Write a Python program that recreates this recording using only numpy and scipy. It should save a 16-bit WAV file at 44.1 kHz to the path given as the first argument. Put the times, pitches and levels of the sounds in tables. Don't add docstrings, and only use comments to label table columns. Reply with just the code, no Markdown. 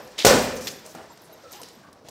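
import sys
import numpy as np
from scipy import signal
from scipy.fft import rfft, irfft
from scipy.io import wavfile

SR = 44100
rng = np.random.default_rng(int(sys.argv[2]) if len(sys.argv) > 2 else 0)


def voltage_ratio(decibels):
    exponent = np.asarray(decibels, float) / 20
    return 10 ** exponent


def generate_wav(sig):
    pcm = np.round(np.clip(np.atleast_2d(sig).T, -1, 1) * 32767).astype(np.int16)
    wavfile.write(sys.argv[1], SR, pcm)


N = 92610
LEAD = 22050


def clock():
    return (np.arange(N + LEAD) - LEAD) / SR


def at_hz(points, hz):
    table_hz, values = np.array(points).T
    return np.interp(np.log(hz), np.log(table_hz), values)


def rms_one(x):
    return x / np.sqrt(np.mean(x ** 2) + 1e-20)


def drift(rate_hz):
    r = np.exp(-2 * np.pi * rate_hz / SR)
    white = rng.standard_normal(N + 2 * LEAD)
    return rms_one(signal.lfilter([1], [1, -2 * r, r * r], white)[LEAD:])


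def coloured(spectrum):
    hz = np.fft.rfftfreq(N + LEAD, 1 / SR) + 1
    low_cut = np.minimum(hz / spectrum[0][0], 1) ** 3
    high_cut = np.minimum(spectrum[-1][0] / hz, 1) ** 2
    white = rfft(rng.standard_normal(N + LEAD))
    return rms_one(irfft(white * voltage_ratio(at_hz(spectrum, hz)) * low_cut * high_cut, N + LEAD))


def bands(spectrum, patchy_db):
    edges = 33 * 2 ** np.arange(0, 9.4, .5)
    white = rng.standard_normal((2, N + LEAD))
    out = []
    for k, (low, high) in enumerate(zip(edges, edges[1:])):
        hz = np.sqrt(low * high)
        band_pass = signal.butter(2, [low, high], "band", fs=SR, output="sos")
        level_db = at_hz(spectrum, hz) + patchy_db * drift(42)
        out.append((hz, signal.sosfilt(band_pass, white[k % 2]) * voltage_ratio(level_db)))
    total = np.std(sum(band for _, band in out))
    return [(hz, band / total) for hz, band in out]


def dying(s, t60, rise):
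    t = np.maximum(clock() - s, 0)
    return (1 - np.exp(-t / rise)) * voltage_ratio(-60 * t / t60)


def held(t, length, rise, fall):
    return np.clip(t / rise, 0, 1) ** 2 * voltage_ratio(-60 * np.maximum(t - length, 0) / fall)


def ring(x, hz, t60):
    r, w = voltage_ratio(-60 / (t60 * SR)), 2 * np.pi * hz / SR
    return signal.lfilter([0, np.sin(w)], [1, -2 * r * np.cos(w), r * r], x + 1e-18)


def burst(s, length, hz, width_hz, rise, fall, count=1):
    first = max(int(s * SR) + LEAD - 2000, 0)
    noise = rng.standard_normal(20000)[:N + LEAD - first]
    t = (first - LEAD + np.arange(len(noise))) / SR - s
    shape = held(t, length, rise, fall)
    r, w = np.exp(-np.pi * width_hz / SR), 2 * np.pi * hz / SR
    for _ in range(count):
        noise = signal.lfilter([1, 0, -1], [1, -2 * r * np.cos(w), r * r], noise)
    sound = shape * noise
    out = np.zeros(N + LEAD)
    out[first:first + len(noise)] = sound * np.sqrt(np.sum(shape ** 2) / (np.sum(sound ** 2) + 1e-20))
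    return out


# (frequency [Hz], level [dB per Hz])
AIR_COLOUR = [(30, -21.5), (90, 3), (486, 3), (1000, -1), (2540, -17), (6300, -14.5), (7800, -32.5),
              (16000, -31)]


def still_air():
    return voltage_ratio(-53) * sum(band for _, band in bands(AIR_COLOUR, patchy_db=2.0))


# (time [s], level [dB])
SWAY_LEVEL = [(0.8, -57), (1.021, -59), (1.302, -62.5), (1.618, -55.5), (1.798, -62.5), (2.1, -100)]
# (frequency [Hz], level [dB per Hz])
RUSTLE_COLOUR = [(900, -14), (1500, 8), (2500, -0.5), (6400, 3), (8500, -17.5), (16000, -14)]


def rustle():
    sway_db = np.interp(clock(), *np.transpose(SWAY_LEVEL))
    cloth = sum(band for hz, band in bands(RUSTLE_COLOUR, patchy_db=2.0) if hz > 1200)
    return voltage_ratio(sway_db + 3.0) * cloth


# (time [s], length [s], level [dB], centre [Hz])
CLOTH_SWISHES = [(0.419, 0.025, -42, 14400), (0.556, 0.012, -52.5, 13000), (0.562, 0.01, -40, 6070),
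                 (.608, 0.11, -42.5, 5850), (0.612, 0.018, -54, 14000), (0.849, 0.067, -52.5, 6000),
                 (0.854, 0.093, -60, 14000), (1.235, 0.026, -59, 9200), (1.509, 0.054, -51.5, 6100),
                 (1.49, 0.12, -73, 12000), (1.64, 0.059, -54.5, 4300)]


def swishes():
    return sum(voltage_ratio(db) * burst(s, length, hz, .35 * hz, rise=.001, fall=.12)
               for s, length, db, hz in CLOTH_SWISHES)


# (time [s], level [dB], centre [Hz], dull part [dB])
GRIT_TICKS = [(0.075, -49.5, 5930, -43), (.119, -52, 4000, -63), (.5203, -48, 2500, -38),
              (.608, -46, 12500, -53), (.851, -59, 6060, -48), (0.8622, -39, 6000, -38),
              (1.6158, -39, 7000, -35), (1.5275, -39, 6000, -40), (.867, -57, 6000, -48),
              (0.95, -43, 6030, -32.5), (1.174, -48.5, 5000, -50), (1.218, -51, 14300, -54.5),
              (1.351, -69, 3420, -76), (1.535, -49, 5970, -56), (1.622, -46, 5540, -53),
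              (1.632, -36, 4100, -51), (1.686, -44, 5260, -52), (1.9286, -48.5, 5800, -64),
              (2.0857, -39.5, 3650, -35), (2.091, -44, 5900, -42)]


def ticks():
    snaps = np.zeros(N + LEAD)
    places = [int(s * SR) + LEAD for s, *_ in GRIT_TICKS]
    signs = rng.choice([-1, 1], len(GRIT_TICKS))
    snaps[places] = [voltage_ratio(dull_db + 4.0) for *_, dull_db in GRIT_TICKS] * signs
    cracks = sum(voltage_ratio(db) * burst(s, .0013, hz, .75 * hz, rise=.00038, fall=.022)
                 for s, db, hz, _ in GRIT_TICKS)
    return cracks + ring(snaps, hz=700, t60=.008)


# (time [s], length [s], level [dB], ring [Hz])
FILLING_GROANS = [(0.36, 0.019, -53, 690), (1.835, 0.024, -59, 1515), (1.84, 0.045, -55.5, 1163),
                  (1.76, .04, -54, 190), (1.435, 0.053, -51.5, 515), (1.44, 0.086, -54, 1310),
                  (.95, 0.046, -52, 1400), (1.535, 0.02, -48.5, 810), (1.1, 0.011, -50.5, 980),
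                  (1.529, 0.025, -53, 366), (1.59, 0.011, -48, 993), (1.612, 0.0068, -47, 458),
                  (1.625, 0.0064, -47.5, 308)]


def groans():
    return sum(voltage_ratio(db) * burst(s, length, hz, 85, rise=.0025, fall=.093, count=2)
               for s, length, db, hz in FILLING_GROANS)


# (time [s], length [s], level [dB], ring [Hz])
CHAIN_CLINKS = [(-.02, .1, -64, 13200), (0.027, 0.04, -69.5, 10100), (0.271, 0.05, -38, 12720),
                (0.328, 0.022, -45.5, 12500), (0.405, 0.018, -55, 12900), (0.53, 0.026, -54, 14800),
                (0.639, 0.018, -47, 13100), (0.643, 0.036, -49, 14920), (0.666, 0.02, -44, 12930),
                (0.702, .02, -58, 14800), (0.717, 0.017, -57, 10200), (0.736, 0.058, -59, 13040),
                (1.098, 0.0055, -54, 7440), (1.11, 0.03, -62.5, 13250), (1.213, 0.027, -63, 12900),
                (1.216, 0.023, -76, 10300), (1.322, 0.013, -52.5, 13000), (1.323, 0.0065, -56, 3900),
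                (1.326, 0.016, -62.5, 6430), (1.31, 0.02, -68, 10000), (1.393, 0.027, -75, 12880),
                (1.515, 0.018, -48, 13100), (1.519, 0.028, -58, 14800), (1.558, 0.048, -58, 12940),
                (1.72, .035, -65, 12970), (1.77, 0.029, -75.5, 12980)]


def chain():
    links = sum(voltage_ratio(db) * burst(s, length, hz, 90, rise=.0052, fall=.07, count=2)
                for s, length, db, hz in CHAIN_CLINKS)
    jolt = voltage_ratio(-20.5) * burst(.2625, .003, 12900, 300, rise=.001, fall=.015)
    return links + jolt


# (time [s],
# length [s], level [dB], centre [Hz])
FOOTFALLS = [(-.02, 0.028, -48.5, 800), (.62, 0.068, -45, 239), (0.842, 0.06, -52, 516),
             (0.946, 0.015, -47, 204), (.948, 0.026, -43.5, 604), (0.955, 0.029, -53.5, 1090),
             (1.27, 0.056, -53, 550), (1.534, 0.027, -54, 770), (1.772, 0.031, -59, 214),
             (1.826, 0.045, -59.5, 1380), (2.049, 0.056, -53.5, 490)]


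def footfalls():
    tread = sum(voltage_ratio(db) * burst(s, length, hz, .45 * hz, rise=.0014, fall=.52)
                for s, length, db, hz in FOOTFALLS)
    return tread * voltage_ratio(2.25 * drift(66))


# (time [s], length [s], level [dB], level change over the length [dB])
SOLE_SCUFFS = [
    (0.177, 0.0064, -54, 27.5),
    (0.187, 0.14, -30, -10.5),
    (0.6695, 0.016, -27.5, -2.5),
    (1.532, 0.054, -46.5, -11),
    (2.046, 0.034, -60.5, 6.5),
]
# (frequency [Hz], level [dB per Hz])
SCUFF_COLOUR = [(300, -4), (1300, -8.5), (2500, -0.5), (3600, 0), (4370, -1), (6500, -4), (9000, -14.5),
                (16000, -24)]
# (time [s], level [dB], ring [Hz])
SOLE_GRIT = [(.1872, -27, 2700), (.1893, -22, 3500), (.1915, -29, 7000), (.1965, -28, 5000),
             (.199, -25, 3800), (.2025, -25, 2700), (.2045, -25, 3900), (.209, -30, 3300),
             (.218, -29, 3700), (.2235, -25, 2600), (.2255, -29, 4100), (.6715, -30, 2500),
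             (.678, -31, 4500), (.682, -32, 4000)]


def scuffs():
    t, scrape = clock(), 0
    for s, length, db, change_db in SOLE_SCUFFS:
        level = voltage_ratio(db + change_db * np.clip((t - s) / length, 0, 1))
        scrape = scrape + level * held(t - s, length, rise=.002, fall=.035)
    roughness = voltage_ratio(2.0 * drift(120))
    grit = sum(voltage_ratio(db) * burst(s - .001, .002, hz, 1100, rise=.001, fall=.0045, count=2)
               for s, db, hz in SOLE_GRIT)
    return grit + scrape * coloured(SCUFF_COLOUR) * roughness


# (frequency [Hz], t60 [s])
GARAGE_DECAY = [(60, 0.7), (250, 1), (700, 0.7), (2000, 0.77), (5000, 0.61), (12000, 0.55)]


def garage(x):
    t = np.arange(N + LEAD) / SR
    flat = bands([(30, 0), (16000, 0)], patchy_db=0)
    echo = sum(band * voltage_ratio(-60 * t / at_hz(GARAGE_DECAY, hz)) for hz, band in flat)
    echo = echo * (t > .004)
    return voltage_ratio(-10.5) * signal.fftconvolve(x, echo / np.sqrt(np.sum(echo ** 2)))[:N + LEAD]


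# (time [s], level [dB])
PUNCHES = [
    (-.42, -3),
    (.2483, 0),
]
# (frequency [Hz], level [dB per Hz])
BOOM_COLOUR = [(45, -20), (150, -17), (240, -19.5), (330, -20.5), (520, -4), (965, -8), (3200, -18),
               (6300, -11), (10000, -30), (16000, -26.5)]


def boom():
    out = 0
    for hz, band in bands(BOOM_COLOUR, patchy_db=.5):
        t60, rise = at_hz(GARAGE_DECAY, hz), .0013 + 6.2 / hz
        out = out + band * sum(voltage_ratio(db) * dying(s + .011, t60, rise) for s, db in PUNCHES)
    return voltage_ratio(-12) * out


def roof():
    swell_s = .088
    return voltage_ratio(-22.5) * sum(voltage_ratio(db) * burst(s, swell_s, 241.5, 30, rise=swell_s, fall=.78)
                            for s, db in PUNCHES)


SINK_LAG_S = .0148

# (frequency [Hz], width [Hz], level [dB], t60 [s])
BAG_BODY = [(53, 12, -16.5, .86), (224, 33, -9, .9), (422, 20, -4, 0.84), (510.3, 40, 4.5, 0.85),
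            (561, 64, 1.5, 0.73), (718, 51, -12.5, 0.38), (977, 31, -4, 0.34), (1482, 69, -0.5, 0.5),
            (1767, 45, -7, .85), (2406, 90, -11.5, 0.97)]


def thud():
    white = rng.standard_normal(N + LEAD)
    shaken = []
    for hz, width_hz, level_db, t60 in BAG_BODY:
        mode = rms_one(ring(white, hz, 2.4 / np.clip(width_hz, 15, 200)))
        shaken.append((voltage_ratio(level_db) * mode, t60))
    total = np.std(sum(mode for mode, _ in shaken))
    out = 0
    for s, db in PUNCHES:
        first = voltage_ratio(-13.0) * dying(s + PUSH_S, .1, .0009)
        for mode, t60 in shaken:
            second = voltage_ratio(-2) * dying(s + SINK_LAG_S, t60, .0073)
            out = out + voltage_ratio(db) * mode * (first + second)
    return voltage_ratio(-10) / total * out


# (frequency [Hz], level [dB], t60 [s])
COVER_RINGS = [(440, -9, .09), (540, -10, .09), (710, -11, .1), (1000, -22, .06), (1270, -22, .05)]


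def knock():
    clicks = sum(voltage_ratio(db) * (np.abs(clock() - s) < .5 / SR) for s, db in PUNCHES)
    return sum(voltage_ratio(level_db) * ring(clicks, hz, t60) for hz, level_db, t60 in COVER_RINGS)


# (frequency [Hz], level [dB per Hz])
SLAP_COLOUR = [(120, -14.5), (200, -17), (671, -1), (2330, 0), (4120, 4), (5330, 0.5), (6760, 4),
               (10000, -7), (16000, -10)]


def slap():
    t, shape = clock(), 0
    for s, db in PUNCHES:
        direct = voltage_ratio(-11) * held(t - (s + .62 * PUSH_S), .0088, rise=.00016, fall=.010)
        wall = voltage_ratio(-15) * held(t - (s + .019), .004, rise=.00034, fall=.076)
        shape = shape + voltage_ratio(db) * (direct + wall)
    return shape * coloured(SLAP_COLOUR)


PUSH_S = .0008


def push():
    t, out = clock(), 0

    def bump(start, width):
        return np.sin(np.pi * np.clip((t - start) / width, 0, 1)) ** 2

    for s, db in PUNCHES:
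        shove = bump(s, PUSH_S) - .6 * bump(s + .8 * PUSH_S, 1.6 * PUSH_S)
        deep = s + SINK_LAG_S
        sink = bump(deep + .002, .0013) - bump(deep, .0016)
        sink = sink - bump(deep + .0030, .0010) + bump(deep + .0038, .0010)
        out = out + voltage_ratio(db) * (voltage_ratio(-9) * shove + voltage_ratio(-4) * sink)
    return out


def blows():
    return boom() + roof() + thud() + knock() + slap() + push()


def scene():
    small = swishes() + ticks() + groans() + chain() + footfalls() + scuffs()
    mix = still_air() + rustle() + small + garage(small) + blows()
    return mix[None, LEAD:]


def band_limit(x):
    return signal.sosfilt(signal.butter(12, 16820, fs=SR, output="sos"), x)


def record(dry):
    low_cut = signal.butter(6, 42, "high", fs=SR, output="sos")
    top_cut = signal.cheby2(14, 50, 16250, fs=SR, output="sos")
    ceiling = 1.1
    x = signal.sosfilt(low_cut, dry)
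    x = ceiling * np.tanh(x / ceiling)
    return band_limit(signal.sosfilt(top_cut, x))


dry = scene()
out = record(dry)
generate_wav(out)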